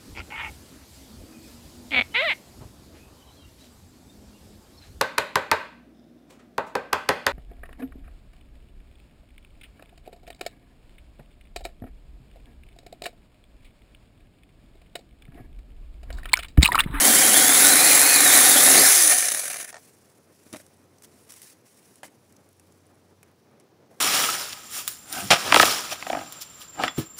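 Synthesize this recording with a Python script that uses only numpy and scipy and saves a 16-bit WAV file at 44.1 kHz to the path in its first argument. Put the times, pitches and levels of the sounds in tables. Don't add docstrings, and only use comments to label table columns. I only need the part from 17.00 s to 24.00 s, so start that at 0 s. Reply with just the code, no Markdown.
import sys
import numpy as np
from scipy import signal
from scipy.io import wavfile
from scipy.ndimage import uniform_filter1d

SR = 44100
rng = np.random.default_rng(int(sys.argv[2]) if len(sys.argv) > 2 else 0)


def to_wav(sig):
    pcm = np.clip(np.atleast_2d(sig), -1, 1) * 32767
    pcm = np.round(pcm).astype(np.int16)
    wavfile.write(sys.argv[1], SR, pcm.T)


N = 308782


# (frequency [Hz], power per Hz [dB])
WASH_COLOUR = [(30, -50.5), (96, -9), (125, -8), (408, -9), (613, -14.5), (2500, -29.5), (3250, -57.5)]
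HISS_COLOUR = [(1500, -20), (2500, -3), (6000, -3.5), (9000, -19), (16000, -9.5)]
# (start [s], end [s], added at the peak [dB])
HUM_SWELLS = [(3.2, 4.4, 10.5), (5.198, 6.4, 13)]
WASH_DB, HISS_DB, HUM_REST_DB, HUM_HZ = -59, -71.5, -74, 91
WASH_SWELL_S, WASH_SWELL_DB_PER_S = 6.5, 17

# (time [s], level [dB])
FIDGETING = [(2.72, -58.5), (3.27, -67), (3.5, -57), (3.9, -70), (4.2, -60), (4.6, -67.5), (5.1, -67),
             (5.75, -69.5), (6.88, -78)]
# (start [s], length [s], starting level [dB])
STROKES = [(2.786, 0.15, -57), (3.526, 0.11, -51), (4.03, 0.041, -49.5), (4.287, 0.27, -51.5),
           (4.423, 0.066, -50), (4.648, 0.37, -60), (5.033, 0.063, -50), (6.903, 0.14, -66.5)]
# (time [s], peak [dB], centre [Hz])
SNAPS = [(3.529, -26, 6100), (3.568, -29, 2060), (3.6646, -40, 8300), (3.9838, -44.5, 6030),
         (4.022, -39, 7200), (4.0453, -35.5, 3800), (4.3046, -31, 8280), (4.321, -31, 10800),
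         (4.339, -36, 8500), (4.4179, -30, 10800), (4.43, -32, 11000), (4.957, -38, 9100),
         (5.3242, -43, 7360), (5.3652, -43, 6060), (5.4894, -44.5, 10600), (5.597, -42.5, 8740),
         (5.7224, -46, 7400), (6.23, -40, 2316), (6.599, -45, 7480)]
# (frequency [Hz], power per Hz [dB])
RUSTLE_COLOUR = [(800, -12), (1900, -3), (3600, -8), (5200, -3.5), (9600, -1.5), (10800, -1), (12500, -8),
                 (16000, -6.5)]
# (frequency [Hz], width [Hz], level [dB])
RUSTLE_RINGS = [(5700, 900, -5), (8500, 300, 0.5), (10800, 430, -1)]
STROKE_ATTACK_S, STROKE_RELEASE_S, STROKE_FADE_DB = 0.0097, 0.033, -2.5
TICKS_PER_S, TICK_DB, TICK_SPREAD_DB, TICK_CAP_DB = 11, 25, 2, -70
TICK_LOW_HZ, TICK_HIGH_HZ = 6220, 11200

# (time [s], blow before ringing [dB], thud peak [dB], 0 = saw laid down, 1 = logs)
KNOCKS = [(3.464, -50, -43.5, 0), (3.527, -45, -35, 0), (3.536, -33, -28.5, 0), (3.545, -36.5, -53, 0),
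          (3.56, -36, -37, 0), (3.599, -45, -50, 0), (5.032, -33, -60, 1), (5.042, -40, -50, 1),
          (5.052, -42, -47, 1), (5.079, -49, -50, 1), (6.229, -54, -70.5, 1), (6.604, -53.5, -52, 1)]
# (frequency [Hz], relative level [dB], time to fall 60 dB [s])
THUD_TONES = [(141, -6, 0.087), (253, 14, 0.035), (295, 10, 0.07)]
# (frequency [Hz], width [Hz], level [dB])
SAW_MODES = [(608, 150, 8), (1240, 340, -4), (1980, 1000, 0), (3800, 350, -4)]
LOG_MODES = [(680, 420, 2), (1000, 300, -2), (2000, 900, 1), (3040, 170, 0)]
# (frequency [Hz], power per Hz [dB])
WOODY = [(300, -18), (600, 1.5), (5000, -15), (11000, -11), (16000, -38.5)]

# (frequency [Hz], power per Hz [dB])
BRANCH_COLOUR = [(60, -33.5), (110, -18), (200, -11.5), (275, -5.5), (440, -7), (700, -11.5), (950, -32)]
# (frequency [Hz], width [Hz], level [dB])
BRANCH_RINGS = [(284, 41, 0), (537, 110, -7)]
# (start [s], end [s], added at the peak [dB])
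GROAN = (1.7, 2.1, 9.4)
# (start [s], end [s], level before ringing [dB], average clicks [per s])
TEARING = (1.55, 1.72, -25.5, 160)
# (time [s], level before a final halving [dB])
CRACKS = [(1.56, -1), (1.678, 1), (1.705, -2)]
# (frequency [Hz], width [Hz], level [dB])
FIBRE_RINGS = [(294, 90, 11.5), (560, 130, 10), (800, 67, 8.5)]
BRANCH_DB, BRANCH_SAG_DB_PER_S, BRANCH_QUIT_S, BRANCH_QUIT_DB_PER_S = -29.5, 1.7, 1.8, 220

# (time [s], frequency [Hz])
MESH_PITCH = [(0, 3050), (0.1, 3240), (0.2, 3040), (0.27, 3250), (0.33, 2960), (0.35, 3340), (0.45, 3300),
              (0.57, 3700), (0.66, 3770), (0.73, 4110), (0.745, 3830), (0.86, 4380), (0.9, 4200),
              (1.0, 4080), (1.11, 4330), (1.28, 3870), (1.3, 3620), (1.36, 4070), (1.41, 3700), (1.5, 3800),
              (1.55, 3640), (1.57, 3250), (1.61, 3540), (1.66, 3760), (1.75, 3920), (1.81, 4770),
              (1.99, 6650)]
# (time [s], level [dB])
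MESH_LEVEL = [(0.33, -32), (0.36, -27), (1.52, -26.5), (1.62, -30), (1.8, -30), (1.93, -25)]
# (time [s], speed and pitch [Hz], level before wavering [dB])
FREE_SHAFT = [(1.81, 385, -49.5), (1.88, 410, -38), (1.95, 384.5, -40.5), (2.03, 327.3, -39),
              (2.14, 269, -45.5), (2.24, 215, -65), (2.34, 163, -66)]
PINION_TEETH, STOP_S = 14, 2.78
LOW_WHINE_ORDER = 8.15

# (frequency [Hz], power per Hz [dB])
BAR_COLOUR = [(1650, -39), (2800, -14), (3760, -7), (5170, -8.5), (7360, -6.5), (10400, -1), (12900, -11.5),
              (14300, -9.5), (15700, -8.5)]
HOUSING_COLOUR_IN_WOOD = [(320, -36), (550, -13.5), (756, -4), (919, -7.5), (2100, 0.5), (3100, -15),
                          (4030, -44)]
HOUSING_COLOUR_FREE = [(88, -48.5), (150, -23), (435, -10.5), (731, -2), (884, -14), (1800, -0.5),
                       (3100, -11), (4030, -38)]
# (frequency [Hz], width [Hz], level [dB])
BAR_RINGS_IN_WOOD = [(5670, 110, -4), (6504, 640, -5), (7386, 140, 2), (8300, 57, -5.5), (10090, 660, -5),
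                     (10820, 400, -0.5), (14400, 910, -11)]
BAR_RINGS_FREE = [(6220, 1400, -1), (7400, 310, -3.5), (8460, 220, 0.5), (9720, 860, 4.5), (10600, 500, 3)]
HOUSING_RINGS_IN_WOOD = [(752, 95, 1.5), (1489, 120, -3.5), (1795, 200, -5)]
HOUSING_RINGS_FREE = [(590, 90, -5), (732, 42, 0.5), (1330, 43, -10), (1820, 130, -0.5), (2370, 200, -3)]
# (time [s], bar [dB], housing before blunting [dB])
CHAIN_BLOWS = [(1.26, -25, -14), (1.282, -21, -15.5), (1.74, -15, -16), (1.774, -12, -14),
               (1.836, -18, -22), (2.112, -12, -25), (2.123, -22, -21), (2.184, -12.5, -38),
               (2.225, -28, -24), (2.254, -17, -42), (2.284, -16, -29), (2.372, -24, -31.5),
               (2.44, -29, -47), (2.3185, -15, -25.5), (2.347, -19, -26), (2.3939, -19.5, -31),
               (2.479, -22.5, -30), (2.5423, -26.5, -30.5), (2.559, -34, -33), (2.6094, -30, -48),
               (2.692, -38, -45), (2.652, -44, -41)]
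# (time [s], level before ringing [dB])
COGS = [(2.7275, -36), (2.743, -33), (2.756, -37), (2.7664, -36), (2.7794, -44)]
# (frequency [Hz], power per Hz [dB])
COG_COLOUR = [(400, -13), (700, -2.5), (1400, -9), (2000, -16), (3000, -22), (6500, -17), (9000, -17),
              (11000, -45)]
# (start [s], end [s], added to the bar [dB], added to the housing [dB])
SURGE = (2.095, 2.15, 3.501, 6)
BREAKTHROUGH_S, RATTLE_END_S = 1.754, 2.74
CUT_BAR_DB, SINK_DB_PER_S, CUT_HOUSING_DB, CUT_POWER, CUT_TURNS_PER_S = -17, 1.23, -23.5, 0.91, 266
FREE_BAR_DB, FREE_HOUSING_DB, BAR_POWER, HOUSING_POWER, KNEE_TURNS_PER_S = -17, -28.5, 1.665, 1.29, 337

EDGE_HZ = 15720


def gain_of(db):
    return 10 ** (np.asarray(db) / 20)


def evened(x):
    return x / np.sqrt(np.mean(x ** 2) + 1e-20)


def curves(rows):
    s, *columns = np.transpose(rows)
    return [np.interp(np.arange(N) / SR, s, c) for c in columns]


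def add(mix, s, sound):
    part = mix[round(s * SR):][:len(sound)]
    part += sound[:len(part)]


def body(spectrum, rings=(), rings_db=0):
    hz = np.fft.rfftfreq(8192, 1 / SR)
    f, db = np.transpose(spectrum)
    colour_db = np.interp(np.log(hz + 1), np.log(f + 1), db, -80, -80)
    power = gain_of(colour_db) ** 2
    for centre, width, ring_db in rings:
        power = power + gain_of(ring_db + rings_db) ** 2 / (1 + (2 * (hz - centre) / width) ** 2) ** 2
    log_gain = np.log(power + 1e-9) / 2
    circle = np.concatenate([log_gain, log_gain[-2:0:-1]])
    taps = np.fft.ifft(np.exp(np.conj(signal.hilbert(circle)))).real[:4096]
    return taps / np.linalg.norm(taps)


def through(x, taps):
    return signal.oaconvolve(x, taps)[:N]


def random_sizes(spread_db):
    return gain_of(spread_db * np.minimum(rng.exponential(1, N), 4))


def clicks(per_s, spread_db, t60):
    chance = np.clip(per_s / SR, 1e-4, 1)
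    struck = evened(random_sizes(spread_db)) * (rng.random(N) < chance) / np.sqrt(chance)
    fade = gain_of(-60 * np.arange(800) / SR / t60)
    return through(struck, fade / np.linalg.norm(fade)) * rng.standard_normal(N)


def wander(seconds):
    size = round(seconds * SR)
    return evened(uniform_filter1d(uniform_filter1d(rng.standard_normal(N), size), size))


def burst(t60, size):
    return rng.standard_normal(size) * gain_of(-60 * np.arange(size) / SR / t60)


def ring(modes):
    t = np.arange(6000) / SR
    sound = np.zeros(len(t))
    for hz, db, t60 in modes:
        sound += gain_of(db - 60 * t / np.clip(t60, .01, .12)) * np.sin(2 * np.pi * hz * t)
    sound = sound * np.minimum(t / 0.0024, 1)
    return sound / abs(sound).max()


def tone(hz, db, flutter, flutter_db):
    phase = 2 * np.pi * np.cumsum(hz * (1 + flutter * wander(.006))) / SR
    return np.sin(phase) * np.sqrt(2) * gain_of(db + flutter_db * wander(0.013))


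def shimmer(x, depth_db):
    z = signal.stft(x, nperseg=512)[2]
    patches = rng.standard_normal(z.shape[::-1])
    patches = uniform_filter1d(patches, size=9, axis=0)
    patches = uniform_filter1d(patches, size=3, axis=1)
    return signal.istft(z * gain_of(depth_db * evened(patches).T), nperseg=512)[1][:N]


def swell(start, end, sharpness):
    progress = np.clip((np.arange(N) / SR - start) / (end - start), 0, 1)
    return np.sin(np.pi * progress) ** np.clip(sharpness, .1, 4)


def garden():
    swell_db = WASH_SWELL_DB_PER_S * np.maximum(np.arange(N) / SR - WASH_SWELL_S, 0)
    wash = through(rng.standard_normal(N) * gain_of(WASH_DB + 1.6 * wander(0.033)), body(WASH_COLOUR))
    rumble = np.diff(uniform_filter1d(wash, size=36), prepend=0) * 20
    wash += (gain_of(swell_db) - 1) * rumble
    hum_db = HUM_REST_DB + sum(db * swell(start, end, sharpness=0.38) for start, end, db in HUM_SWELLS)
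    hum_phase = 2 * np.pi * np.cumsum(HUM_HZ * (1 + 0.026 * wander(0.05))) / SR
    hiss = gain_of(HISS_DB) * through(rng.standard_normal(N), body(HISS_COLOUR))
    return wash + np.sin(hum_phase) * gain_of(hum_db) + hiss


def strokes():
    power = gain_of(curves(FIDGETING)[0]) ** 2 * (np.arange(N) > FIDGETING[0][0] * SR)
    for s, length, db in STROKES:
        t = np.arange(0, length, 1 / SR)
        edges = np.clip(np.minimum(t / STROKE_ATTACK_S, (length - t) / STROKE_RELEASE_S), 0, 1)
        add(power, s, (edges * gain_of(db + STROKE_FADE_DB * t / length)) ** 2)
    return np.sqrt(power)


def ticks(level):
    out, t = np.zeros(N), np.arange(300) / SR
    size = level * gain_of(TICK_DB) * random_sizes(TICK_SPREAD_DB) * (rng.random(N) < TICKS_PER_S / SR)
    kind = rng.integers(0, 8, N)
    for k, hz in enumerate(np.geomspace(TICK_LOW_HZ, TICK_HIGH_HZ, 8)):
        envelope = gain_of(-60 * t / .012) * np.minimum(t / .0004, 1)
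        roughness = uniform_filter1d(rng.standard_normal(300), size=16)
        out += through(size * (kind == k), envelope * np.sin(2 * np.pi * hz * t) * roughness)
    return out


def gloves():
    level = strokes()
    grains = 0.9 * rng.standard_normal(N) * gain_of(2.0 * wander(0.0089))
    grains += .18 * clicks(110, spread_db=-2.0, t60=0.0053)
    out = shimmer(through(grains * level, body(RUSTLE_COLOUR, RUSTLE_RINGS)), depth_db=1.5)
    out += ticks(np.minimum(level, gain_of(TICK_CAP_DB)))
    for s, peak_db, hz in SNAPS:
        snap_body = body(RUSTLE_COLOUR, RUSTLE_RINGS + [(hz, .3 * hz, 0)], rings_db=5)[:400]
        snap = np.convolve(burst(.018, size=1000), snap_body)
        add(out, s, gain_of(peak_db) * snap / abs(snap).max())
    return out


def knocks():
    blows, thuds, thud = np.zeros((2, N)), np.zeros(N), ring(THUD_TONES)
    for s, blow_db, thud_db, thing in KNOCKS:
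        add(blows[round(thing)], s, gain_of(blow_db) * burst(0.04, size=3000))
        add(thuds, s, gain_of(thud_db) * thud)
    return through(blows[0], body(WOODY, SAW_MODES)) + through(blows[1], body(WOODY, LOG_MODES)) + thuds


def levels(t, turns_per_s, free):
    slowed_db = 20 * np.log10(np.clip(turns_per_s / KNEE_TURNS_PER_S, 1e-3, 1))
    surge = swell(*SURGE[:2], sharpness=1.0)
    cut_bar = CUT_BAR_DB + SINK_DB_PER_S * t
    cut_housing = CUT_HOUSING_DB + CUT_POWER * 20 * np.log10(turns_per_s / CUT_TURNS_PER_S)
    free_bar = FREE_BAR_DB + BAR_POWER * slowed_db + SURGE[2] * surge
    free_housing = FREE_HOUSING_DB + HOUSING_POWER * slowed_db + SURGE[3] * surge
    bar = (1 - free) * cut_bar + free * free_bar
    housing = (1 - free) * cut_housing + free * free_housing
    branch = BRANCH_DB - BRANCH_SAG_DB_PER_S * t + GROAN[2] * swell(*GROAN[:2], sharpness=0.4)
    return bar, housing, branch - BRANCH_QUIT_DB_PER_S * np.maximum(t - BRANCH_QUIT_S, 0)


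def chain_rattle(turns_per_s, free):
    sliding = rng.standard_normal((3, N)) * gain_of(0.78 * wander(0.0027) + 0.78 * wander(0.12))
    slowness = np.clip(1 - turns_per_s / KNEE_TURNS_PER_S, 0, 1)
    sliding *= gain_of(4.5 * slowness * free * wander(.005))
    impacts = clicks(1.3 * turns_per_s, spread_db=2.0, t60=0.005)
    impacts *= np.sqrt(np.clip(turns_per_s / 250, 0, 1))
    sharp_impacts = np.sqrt(2) * np.gradient(impacts)
    return 1.204 * sliding + np.array([.55 * sharp_impacts, .4 * impacts, .15 * impacts])


def chain_blows():
    bar_blows, housing_blows = np.zeros((2, N))
    for s, bar_db, housing_db in CHAIN_BLOWS:
        add(bar_blows, s, gain_of(bar_db) * burst(0.041, size=2000))
        add(housing_blows, s, gain_of(housing_db) * burst(.03, size=2000))
    return bar_blows, 1.4 * uniform_filter1d(housing_blows, size=10)


def last_cogs():
    blows = np.zeros(N)
    for s, db in COGS:
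        add(blows, s, gain_of(db) * burst(0.03, size=2000))
    return through(blows, body(COG_COLOUR, HOUSING_RINGS_FREE[1:4], rings_db=-2.0))


def breaking_fibres():
    growl = gain_of(TEARING[2]) * swell(*TEARING[:2], sharpness=.4)
    out = through(growl * clicks(TEARING[3], spread_db=1.0, t60=.03), body(WOODY, FIBRE_RINGS))
    crack = np.convolve(np.hanning(10), body(WOODY, FIBRE_RINGS, rings_db=-13)) / 2
    for s, db in CRACKS:
        add(out, s, -gain_of(db) * crack)
    return out


def gear_whine(t, mesh_hz, turns_per_s, free):
    mesh = tone(mesh_hz, curves(MESH_LEVEL)[0], .017 + .012 * free, flutter_db=3)
    mesh *= np.clip((MESH_PITCH[-1][0] - t) / .05, 0, 1)
    mesh *= 1 + .75 * wander(.04) * np.cos(2 * np.pi * np.cumsum(mesh_hz / PINION_TEETH) / SR)
    low_hz = LOW_WHINE_ORDER * turns_per_s
    near_resonance = 1 / (1 + ((low_hz - 2470) / 140) ** 4)
    low_whine = tone(low_hz, -29, 0.017, flutter_db=3.5) * near_resonance * (t < GROAN[0])
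    return mesh + low_whine


def saw():
    t = np.arange(N) / SR
    mesh_hz = curves(MESH_PITCH)[0]
    shaft_hz, shaft_db = curves(FREE_SHAFT + [(STOP_S, 10, -90)])
    turns_per_s = np.where(t < FREE_SHAFT[0][0], mesh_hz / PINION_TEETH, shaft_hz)
    running = np.clip((RATTLE_END_S - t) / 0.037, 0, 1)
    free = np.clip((t - BREAKTHROUGH_S) / 0.29, 0, 1)
    in_wood, in_air = (1 - free) ** 0.5, free ** 1.5 * running
    bar_db, housing_db, branch_db = levels(t, turns_per_s, free)
    rattle = chain_rattle(turns_per_s, free) * gain_of([bar_db, housing_db, branch_db])
    bar_blows, housing_blows = chain_blows()
    bar = through(rattle[0] * in_wood, body(BAR_COLOUR, BAR_RINGS_IN_WOOD))
    bar += through(rattle[0] * in_air + bar_blows, body(BAR_COLOUR, BAR_RINGS_FREE))
    housing = through(rattle[1] * in_wood, body(HOUSING_COLOUR_IN_WOOD, HOUSING_RINGS_IN_WOOD))
    housing += through(rattle[1] * in_air + housing_blows, body(HOUSING_COLOUR_FREE, HOUSING_RINGS_FREE))
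    housing += last_cogs()
    branch = through(rattle[2], body(BRANCH_COLOUR, BRANCH_RINGS)) + breaking_fibres()
    throb = tone(turns_per_s, branch_db - 9.5, 0.036, flutter_db=4.5) * in_wood ** 4
    shaft = tone(shaft_hz, shaft_db, .022, flutter_db=3) * np.clip((t - FREE_SHAFT[0][0]) / .03, 0, 1)
    whine = gear_whine(t, mesh_hz, turns_per_s, free)
    return shimmer(bar + housing, depth_db=1.45) + branch + whine + throb + shaft


def scene():
    return (garden() + gloves() + knocks() + saw())[None]


def record(dry):
    thinned = signal.sosfilt(signal.butter(2, 45, "high", fs=SR, output="sos"), dry)
    rounded = 0.95 * np.tanh(thinned / 1.167)
    band_limit = signal.firwin(511, EDGE_HZ, window=("kaiser", 9), fs=SR)
    return signal.oaconvolve(rounded, band_limit[None], "same")


dry = scene()
out = record(dry)
to_wav(out)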